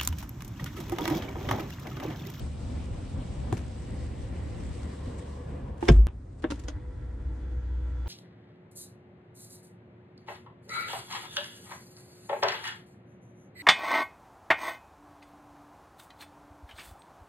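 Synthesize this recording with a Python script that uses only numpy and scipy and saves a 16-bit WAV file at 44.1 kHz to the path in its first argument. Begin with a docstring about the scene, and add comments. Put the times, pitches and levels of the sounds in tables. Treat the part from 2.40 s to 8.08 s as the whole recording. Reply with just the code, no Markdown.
"""Powered car door and picnic table

From the back seat of a parked car, the engine idles and outdoor noise comes through the open door.
A button clicks and the door whirs in, shutting out the hiss; it latches and the cabin booms.
The scene cuts abruptly to the closed cabin, where a switch knocks, a catch lets go
and a geared motor hums and whines as it lowers the table's tray onto its stop."""
import sys
import numpy as np
from scipy import signal
from scipy.fft import rfft, irfft
from scipy.io import wavfile
from scipy.ndimage import uniform_filter1d, map_coordinates

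SR = 44100
rng = np.random.default_rng(int(sys.argv[2]) if len(sys.argv) > 2 else 0)


def transcribe(signal):
    """Save signal, clipped to [-1, 1], as a 16-bit WAV file at the path in sys.argv[1]."""
    frames = np.atleast_2d(signal).T
    limited = np.clip(frames, -1, 1)
    pcm = np.round(limited * 32767).astype(np.int16)
    wavfile.write(sys.argv[1], SR, pcm)


N = 250488
T = np.arange(N) / SR
FREQS = np.fft.rfftfreq(N, 1 / SR)
LOW_CUT_HZ, TOP_HZ = 39, 13200
BRAKE_S, HANDOVER_S = 2.245, 0.97  # when the door's drive goes from pulling to braking, and how slowly
LATCH_S, CUT_S = 3.487, 3.6696  # when the door latches, and when the second scene begins


def undb(db):
    """Turn decibels into a number to multiply by."""
    return np.exp(np.asarray(db) * np.log(10) / 20)


def unit(x):
    """Scale a signal to an average strength (rms) of 1."""
    return x / np.sqrt(np.mean(x ** 2))


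def ramp(start_s, length_s):
    """A smooth rise from 0 to 1."""
    return np.sin(np.pi / 2 * np.clip((T - start_s) / length_s, 0, 1)) ** 2


def release(start_s, t60):
    """Stay at 1 until start_s, then die away; t60 is the seconds it takes to fade by 60 dB."""
    return undb(-60 * np.maximum(T - start_s, 0) / t60)


def bump(peak_s, width_s):
    """A soft swell up to 1 and back."""
    return np.exp(-((T - peak_s) / width_s) ** 2)


def wander(rate):
    """A smooth random wobble of about 1 either way, with `rate` new values a second."""
    steps = rng.standard_normal(int(T[-1] * rate) + 3)
    smooth = uniform_filter1d(np.repeat(steps, 8), size=8)
    return np.interp(T * rate * 8, np.arange(len(smooth)), unit(smooth))


def lowpass(x, hz):
    """Dull a sound by softening everything above hz."""
    return signal.sosfilt(signal.butter(2, min(hz, SR / 2 - 1), fs=SR, output="sos"), x)


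def add(out, start_s, sound):
    """Mix a sound in at the given time."""
    i = int(start_s * SR)
    out[:, i:i + sound.shape[1]] += sound[:, :N - i]


# Stereo width, how strong the left-right contrast is next to what both sides share: f/Hz, level/dB
WIDTH = [(60, -26), (140, -34.5), (300, -15), (600, 3), (1200, -4), (2400, -5.5), (4000, -2.5),
         (9000, -0.5)]

def noise(colour, size=N):
    """Stereo noise of strength 1; its colour says how strong each frequency is next to the others."""
    hz = np.fft.rfftfreq(size, 1 / SR)
    colour_hz, colour_db = np.transpose(colour)
    shape = undb(np.interp(np.log(hz + 1), np.log(colour_hz), colour_db))
    bass_cut = np.minimum(hz / colour_hz[0], 1) ** 2 / (1 + (LOW_CUT_HZ / (hz + 1)) ** 8)
    mid, side = rfft(rng.standard_normal((2, size))) * shape * bass_cut
    width_hz, width_db = np.transpose(WIDTH)
    side = side * undb(np.interp(np.log(hz + 1), np.log(width_hz), width_db))
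    return unit(irfft(np.array([mid + side, mid - side]), size))


def reflect(x, wet, t60, count=24):
    """Quick echoes off glass and trim reach the left and right at different times."""
    delays_s = rng.uniform(0.00084, .025, (2, count))
    response = np.zeros((2, SR // 10))
    response[:, 0] = 1
    for channel, delay in zip(response, delays_s):
        echoes = wet * rng.choice([-1, 1], count) * undb(-60 * delay / t60) / np.sqrt(count)
        channel[(delay * SR).astype(int)] += echoes
    return signal.fftconvolve(x, response, axes=1)[:, :x.shape[1]]


def flicker(x, depth_db, rate, count=14):
    """Narrow frequency bands above the bass each waver in level by themselves."""
    band_number = np.interp(np.log(FREQS + 1), np.log([400, TOP_HZ]), [0, count - 1])
    spectrum, out = rfft(x), 0
    for k in range(count):
        band = irfft(spectrum * np.maximum(1 - abs(band_number - k), 0), N)
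        out = out + band * undb(depth_db * wander(rate) * min(k / 4, 1))
    return out


def strike(hits, tones, crack, tail_db, tail_t60, spread, pan_db):
    """Each hit makes a noisy crack and rings the part's own tones; a softer contact has less treble."""
    out, t = np.zeros((2, N)), T[:SR // 4]
    for start_s, ring_db, crack_db, crack_t60, contact_hz in hits:
        ring = 0
        for k, (hz, db, ring_t60) in enumerate(tones):
            # short waves reach the left and right out of step
            skew = spread * min(hz / 700, 1) * (-1) ** (k // 2) * np.array([[1], [-1]])
            ring = ring + (-1) ** k * undb(db - 60 * t / ring_t60) * np.sin(2 * np.pi * hz * t + skew)
        ring = ring * (1 - np.exp(-t / 0.00016))
        fade = undb(-60 * t / crack_t60) + undb(tail_db - 60 * t / tail_t60)
        sound = undb(ring_db) * ring + undb(crack_db) * fade * noise(crack, size=len(t))
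        add(out, start_s, lowpass(sound, contact_hz))
    return out * undb([[pan_db / 2], [-pan_db / 2]])


# Colour of the background inside the closed car: f/Hz, level/dB
CABIN_COLOUR = [(48, 2.5), (120, -6), (165, -16.5), (270, -17.5), (480, -28), (800, -36.5), (1700, -44.5),
                (3000, -56), (6000, -58.5), (9000, -58.5), (12500, -95)]

def cabin():
    """The closed cabin is filled with a low, gently wavering rumble."""
    return noise(CABIN_COLOUR) * undb(-41 + wander(5.94))


def engine(firing_hz=72, level_db=-42):
    """The idling engine fires a little unevenly, making a low throb."""
    firing = np.sin(2 * np.pi * np.cumsum(firing_hz + 1.22 * wander(7.1)) / SR)
    return unit(firing) * undb(level_db + 2 * wander(9.1))


# Colour of the noise from outdoors: f/Hz, level/dB
OUTDOOR_COLOUR = [(45, 5), (70, 3), (110, 2.5), (150, -3.5), (260, -5.5), (440, -21), (500, -16.5),
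                  (620, -21), (1000, -26), (1300, -31.5), (3000, -36.5), (7000, -46.5), (8000, -40.5),
                  (9300, -49.5), (12500, -71.5)]

def outdoors(split_hz=2600, rumble_db=-35.5, hiss_db=-59.5, leak_db=-30):
    """Noise comes in through the doorway; the narrowing gap shuts out the hiss but little rumble."""
    gap = np.clip((LATCH_S - T) / 0.7, 0, 1)  # 1 is open, 0 is shut
    turned = ramp(1, length_s=0.2)  # a little quieter once the passenger turns to the button
    air = reflect(noise(OUTDOOR_COLOUR), wet=0.57, t60=0.054)
    low = irfft(rfft(air) / (1 + (FREQS / split_hz) ** 4), N)
    rumble = unit(low) * undb(rumble_db - 1.18 * turned - 2 * (1 - gap) + 1.64 * wander(12))
    hiss = unit(air - low) * undb(hiss_db - 1.7 * turned + wander(15))
    return rumble + hiss * (gap + undb(leak_db))


def breeze(level_db=-46, gust_db=5):
    """Air buffets each side separately, most as the door swings, until the door shelters the seat."""
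    band = signal.butter(3, [42, 90], "bandpass", fs=SR, output="sos")
    buffet = unit(signal.sosfilt(band, rng.standard_normal((2, N))))
    gusts = undb(level_db + gust_db * bump(BRAKE_S, width_s=.3) + 0.54 * wander(4.4))
    return buffet * gusts * (1 - ramp(BRAKE_S, length_s=0.22))


# Clothes and fingers brushing the leather: t/s, level/dB, width/s
BRUSHES = [(0.45, -60, 0.012), (2.382, -59, 0.1), (2.802, -58, 0.023), (3.928, -69, 0.0088),
           (3.999, -66.5, 0.014)]
# Colour of rubbing cloth: f/Hz, level/dB
CLOTH_COLOUR = [(1500, 5.5), (3200, 1), (6500, -2.5), (8200, 5.5), (10500, -18), (12500, -25)]

def passenger(stir_db=-70, crinkle_db=4, reach_db=-35):
    """Cloth crinkles faintly as the passenger shifts; reaching for the button makes a dull rumble."""
    stir = undb(stir_db + 4 * wander(8.83)) * (1 - ramp(BRAKE_S, HANDOVER_S))
    brushes = sum(undb(db) * bump(peak_s, width_s) for peak_s, db, width_s in BRUSHES)
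    cloth = unit(noise(CLOTH_COLOUR) * undb(crinkle_db * wander(200)))
    reach = lowpass(noise(OUTDOOR_COLOUR), hz=2500) * undb(reach_db) * bump(1.1, width_s=0.066)
    return cloth * (stir + brushes) + reach


# The door button goes in, comes out and settles: t/s, ring/dB, crack/dB, crack fade/s, treble limit/Hz
BUTTON_HITS = [(1.1268, -22.5, -36, 0.0046, 12000), (1.141, -54, -53, 0.02, 9000),
               (1.170, -44, -42.5, 0.023, 6000), (1.176, -53, -44, 0.024, 14000),
               (1.1925, -56, -46, .012, 4000)]
# Tones the button rings with: f/Hz, level/dB, fade/s
BUTTON_TONES = [(334, 3.5, 0.04), (422, -1.5, 0.043), (760, -3.5, 0.04), (640, -7, 0.035), (970, -7, 0.025),
                (1170, -8, 0.01), (2290, -17, 0.012)]
# Colour of its crack: f/Hz, level/dB
BUTTON_CRACK = [(300, -13), (1100, -5), (2200, -5), (4500, -15), (7500, -12), (12000, -22)]

def button(snap_db=-22.5, rise_s=0.00027):
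    """The button's dome flips over with one short push of air, and the button clicks in and out."""
    age = np.clip((T - BUTTON_HITS[0][0]) / rise_s, 0, 60)
    snap = undb(snap_db) * age * np.exp(1 - age)
    return snap + strike(BUTTON_HITS, BUTTON_TONES, BUTTON_CRACK,
                         tail_db=-9.5, tail_t60=0.18, spread=0.73, pan_db=2.5)


# Colours of the door's drive as it pulls and as it brakes: f/Hz, level/dB
PULL_COLOUR = [(180, -12.5), (280, 9.5), (390, 2), (445, -4.5), (500, 5.5), (600, -32.5), (1000, -24),
               (1500, -25), (1950, -9.5), (2300, -21.5), (5000, -54.5), (9000, -47.5)]
BRAKE_COLOUR = [(250, -9.5), (400, -4), (500, 3.5), (620, -18.5), (700, -10.5), (770, -18), (1000, -9),
                (1150, -10), (1300, -27), (1700, -17), (3000, -53)]
# Colour of the grainy hiss heard as the door latches: f/Hz, level/dB
GRAINY_HISS_COLOUR = [(400, -3), (1000, -3), (3000, -7.5), (4500, -15.5), (8000, -12.5), (12000, -28.5)]

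def door_swing(pull_db=-49.5, brake_db=-44, ease_db_per_s=-6.5, strain_db=-43, hiss_db=-46.5):
    """The drive whirs, brakes with a drone and strains; a grainy hiss swells to the latch and fades."""
    braking = ramp(BRAKE_S, HANDOVER_S)
    swell = ramp(LATCH_S - 0.14, length_s=0.14)
    pull = undb(pull_db) * ramp(1.19, length_s=0.31) * np.sqrt(1 - braking)
    drone = undb(brake_db + ease_db_per_s * (T - BRAKE_S)) * np.sqrt(braking)
    brake = (drone + undb(strain_db) * swell ** 4) * release(LATCH_S, t60=0.27)
    drive = noise(PULL_COLOUR) * pull + noise(BRAKE_COLOUR) * brake
    grains = unit(noise(GRAINY_HISS_COLOUR) * undb(3.2 * wander(260)))
    hiss = grains * undb(hiss_db) * swell * release(LATCH_S + 0.034, t60=0.31)
    return drive * undb(wander(25.07)) + hiss


# The door nudges its seal; the latch strikes and the trim shudders:
# t/s, ring/dB, crack/dB, crack fade/s, treble limit/Hz
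SEAL_HITS = [(3.4262, -22.5, -29, 0.03, 2400), (3.4355, -34, -38, .03, 1500)]
LATCH_HITS = [(3.4765, -36, -33, .02, 3000), (3.4828, -34, -21, 0.028, 7500),
              (3.4866, -14, -15, 0.016, 9050), (3.4935, -23.5, -20, 0.048, 4200),
              (3.498, -29.5, -26, 0.02, 8000), (3.5055, -43, -34, .012, 12100), (3.529, -42, -42, .04, 700),
              (3.586, -39, -44, .08, 500)]
# Tones of the door on its seal and as it latches: f/Hz, level/dB, fade/s
SEAL_TONES = [(243, -9, 0.12), (344, 0, .14), (780, -11, 0.055), (900, -6, 0.08)]
LATCH_TONES = [(254, -11, 0.2), (351, 4.5, 0.13), (427, 0, 0.07), (533, -6.5, 0.085), (685, -7, 0.1),
               (931, -15, 0.1), (1250, -17, 0.045), (1346, -17, 0.07), (1590, -3.5, 0.033),
               (1690, -5.5, 0.025), (1800, -16, .05), (2250, -7.5, 0.034), (2500, -15.5, .05),
               (2840, -15, 0.045), (3090, -21.5, 0.085), (3500, -11.5, 0.035), (5080, -14, 0.028),
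               (5286, -12, 0.028), (5540, -17, .02), (6500, -22, 0.035), (7450, -25, .03)]
# Colour of the door's crack: f/Hz, level/dB
DOOR_CRACK = [(300, 10), (900, 1.5), (1600, -4), (3300, -6.5), (4300, -16), (5400, -8), (8000, -23),
              (12000, -37)]

def door_shut():
    """The door bumps its soft rubber seal, then the hard blows of the latch make it ring."""
    seal = strike(SEAL_HITS, SEAL_TONES, DOOR_CRACK, tail_db=-19, tail_t60=.15, spread=0.49, pan_db=-2)
    latch = strike(LATCH_HITS, LATCH_TONES, DOOR_CRACK,
                   tail_db=-21.5, tail_t60=0.12, spread=0.6, pan_db=-1)
    return seal + latch


# Soft pushes on the trim and the cabin air: t/s, level/dB, f/Hz, rise/s
THUMPS = [(1.122, -21.5, 106, 0.008), (3.489, -9, 54.4, 0.025), (3.490, -25.5, 89.4, 0.025),
          (3.4919, -18.5, 218, 0.0068), (3.5051, -9.5, 141.4, 0.0053), (3.51, -29, 35.8, 0.076),
          (3.566, -9, 54.3, 0.023)]

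def thumps(spread=0.036):
    """Low tones swell and die: the button thuds, and the shutting door pumps the cabin air twice."""
    out, t = np.zeros((2, N)), T[:SR // 2]
    skew = spread * np.array([[-1], [1]])
    for start_s, db, hz, rise_s in THUMPS:
        swell = (t / rise_s * np.exp(1 - t / rise_s)) ** 0.75
        add(out, start_s, undb(db) * swell * np.sin(2 * np.pi * hz * t + skew))
    return out


# Knocks on the table's switch: t/s, ring/dB, crack/dB, crack fade/s, treble limit/Hz
SWITCH_HITS = [(3.675, -52, -48, 0.043, 4790), (3.686, -65.5, -43.5, 0.013, 9000),
               (4.035, -44, -45, 0.037, 2010), (4.041, -28.5, -32.5, 0.03, 5500),
               (4.0475, -31, -41, 0.043, 3000), (4.063, -45, -58, .025, 6000)]
# Tones the switch rings with: f/Hz, level/dB, fade/s
SWITCH_TONES = [(242, 5.5, 0.09), (336, 10, 0.057), (386, 0, 0.19), (482, -3, 0.084), (616, -7.5, 0.12),
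                (753, -12, 0.1), (1084, -12, 0.049), (1577, -5, 0.048), (1756, -3, 0.034),
                (2180, -18, 0.044), (2880, -24, 0.032)]
# Colour of its crack: f/Hz, level/dB
SWITCH_CRACK = [(300, -17), (900, 14), (1700, 3), (3600, -0.5), (4600, -30), (8500, -31), (12000, -46)]

def switch():
    """The table's switch is knocked lightly, then harder, and rings briefly."""
    return strike(SWITCH_HITS, SWITCH_TONES, SWITCH_CRACK,
                  tail_db=-14.5, tail_t60=0.21, spread=0.41, pan_db=.5)


# The catch clicks and its small lever ticks: t/s, ring/dB, crack/dB, crack fade/s, treble limit/Hz
CATCH_HITS = [(4.022, -66, -53, 0.1, 14000), (4.1035, -38, -37, 0.043, 6900),
              (4.1105, -48, -37, 0.041, 14000), (4.120, -34, -40.5, .014, 16000)]
TICK_HITS = [(4.157, -62, -57, .035, 12000), (4.1935, -66, -52, .015, 14000),
             (4.1972, -57, -47.5, .02, 15000), (4.2375, -62, -53.5, 0.04, 14000)]
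# Tones the catch rings with: f/Hz, level/dB, fade/s
CATCH_TONES = [(283.6, 9.5, 0.093), (553, -3.5, 0.057), (935, -4, 0.057), (1390, -0.5, 0.035),
               (2120, -14, 0.055), (2680, -10, .035), (3940, -16, 0.045), (5222, -20, 0.046)]
# Colours of the crack of the table's parts and of the ticks: f/Hz, level/dB
TABLE_CRACK = [(300, 10), (1300, 0.5), (2200, -3), (3200, -1.5), (4800, -5.5), (6500, -7.5), (9500, -11.5),
               (12500, -31)]
TICK_CRACK = [(600, -4), (2200, 3), (4000, -1), (7000, 1), (10000, -8), (12500, -19)]

def catch(scrape_db=-63):
    """The catch clicks open, then ticks and scrapes as the tray pulls out of it."""
    clicks = strike(CATCH_HITS, CATCH_TONES, TABLE_CRACK,
                    tail_db=-10.5, tail_t60=0.19, spread=0.51, pan_db=-0.5)
    ticks = strike(TICK_HITS, CATCH_TONES, TICK_CRACK,
                   tail_db=-14, tail_t60=0.15, spread=0.47, pan_db=-0.5)
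    scrape = noise(TABLE_CRACK) * undb(scrape_db) * bump(TICK_HITS[1][0], width_s=0.13)
    return clicks + ticks + scrape


# The hinge's clatter; then one knock of the tray on its stop, and a short click as the sound ends: t/s,
# ring/dB, crack/dB, crack fade/s, treble limit/Hz
HINGE_HITS = [(4.2795, -63, -48, 0.048, 14000), (4.2836, -39.5, -38.5, 0.021, 11000),
              (4.2875, -38.5, -38.5, .025, 3500), (4.2935, -47, -45, 0.018, 5000),
              (4.3015, -57, -47, 0.032, 5000)]
END_HITS = [(5.659, -40.5, -46, .08, 2000), (5.671, -47, -46, 0.088, 4500)]
# Tones of the hinge and of the tray: f/Hz, level/dB, fade/s
HINGE_TONES = [(285, -3.5, .1), (607, -2, 0.13), (1420, -1.5, 0.073), (1990, -12.5, .045),
               (2920, -7, 0.028), (3180, -4, 0.03), (3955, -12, .045), (5010, -6, .028), (5720, 0, 0.028),
               (6520, 0, 0.037)]
TRAY_TONES = [(352, -1, 0.12), (940, -5, 0.15)]

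def tray():
    """The hinge clatters; later the tray knocks once on its stop, and the sound ends on a short click."""
    hinge = strike(HINGE_HITS, HINGE_TONES, TABLE_CRACK,
                   tail_db=-12.5, tail_t60=0.15, spread=0.49, pan_db=0)
    ending = strike(END_HITS, TRAY_TONES, TABLE_CRACK, tail_db=-13, tail_t60=0.16, spread=0.54, pan_db=-1)
    return hinge + ending


# Tones in the motor's whine: cycles per turn of the shaft, starting level/dB
WHINE_TONES = [(5, -65), (8, -59.5), (10, -75), (12, -77), (14, -75), (16, -74), (18, -80.5), (21, -82),
               (22, -72.5), (23, -80), (24, -81), (50, -92), (52, -91), (56, -85), (57, -92)]
# Colours of the gears' rustle and of their teeth's buzz: f/Hz, level/dB
GEAR_COLOUR = [(90, 5.5), (125, -5), (170, -17.5), (230, -25), (300, -6.5), (450, -23.5), (560, -43.5),
               (880, -24.5), (1200, -38.5), (1450, -31.5), (1950, -30), (2400, -43.5), (3500, -45.5),
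               (5500, -56), (9000, -62), (12500, -84)]
TEETH_COLOUR = [(1500, 10), (2000, 3.5), (2300, 1.5), (3200, 0), (3750, -4), (4500, -6.5), (5800, -16),
                (6600, -4.5), (9000, -27.5)]

def table_motor(shaft_hz=61.56, hum_db=-39, gear_db=-45.5, buzz_db=-76, load_db=3):
    """The spinning shaft shakes the seat back, and the gears whine, rustle and buzz."""
    uncovered = ramp(4.59, length_s=0.56)  # louder and brighter as the tray swings clear of the motor
    speed = 1 + 0.0008 * wander(14) + .002 * wander(60)
    angle = 2 * np.pi * np.cumsum(shaft_hz * speed) / SR
    hum = unit(np.sin(angle + .25 * wander(16))) * undb(hum_db + 8.5 * uncovered + 2 * wander(30))
    whine = 0
    for cycles, db in WHINE_TONES:
        brighten_db = 2.3 * np.log2(cycles / 16.5) * uncovered
        level = undb(db + brighten_db + 2.8 * wander(18))
        whine = whine + level * unit(np.sin(cycles * angle + rng.uniform(0, 1.8, (2, 1))))
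    whine = whine * undb(load_db * bump(END_HITS[0][0], width_s=0.3))  # works harder near the stop
    rustle = unit(reflect(noise(GEAR_COLOUR), wet=0.47, t60=0.13)) * undb(gear_db + 1.1 * wander(15))
    # the same teeth meet on every turn, so one short stretch of noise repeats
    one_turn = noise(TEETH_COLOUR, size=int(SR / shaft_hz))
    turn_samples = one_turn.shape[1]
    place = (angle / (2 * np.pi) * turn_samples) % turn_samples
    teeth = np.array([map_coordinates(side, [place], order=3, mode="grid-wrap") for side in one_turn])
    buzz = teeth * undb(buzz_db + 10 * uncovered)
    return (hum + whine + rustle + buzz) * ramp(4.07, length_s=0.04)


def scene():
    """First the door closes, then the table lowers; the cut between them chops the boom, which clicks."""
    before_cut = T < CUT_S
    closed_cabin = cabin()
    doorway = engine() + outdoors() + breeze() + door_swing()
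    steady = np.where(before_cut, doorway, table_motor() + closed_cabin) + passenger()
    steady = flicker(steady, depth_db=1.2, rate=36)
    door_knocks = button() + door_shut() + thumps()
    table_knocks = switch() + catch() + tray()
    return steady + np.where(before_cut, door_knocks, table_knocks)


def record(dry, balance_db=.5):
    """The left side is a touch louder, and the highest treble is cut off."""
    heard = dry * undb([[balance_db / 2], [-balance_db / 2]])
    return signal.sosfilt(signal.ellip(8, .2, 70, TOP_HZ, fs=SR, output="sos"), heard)


dry = scene()
out = record(dry)
transcribe(out)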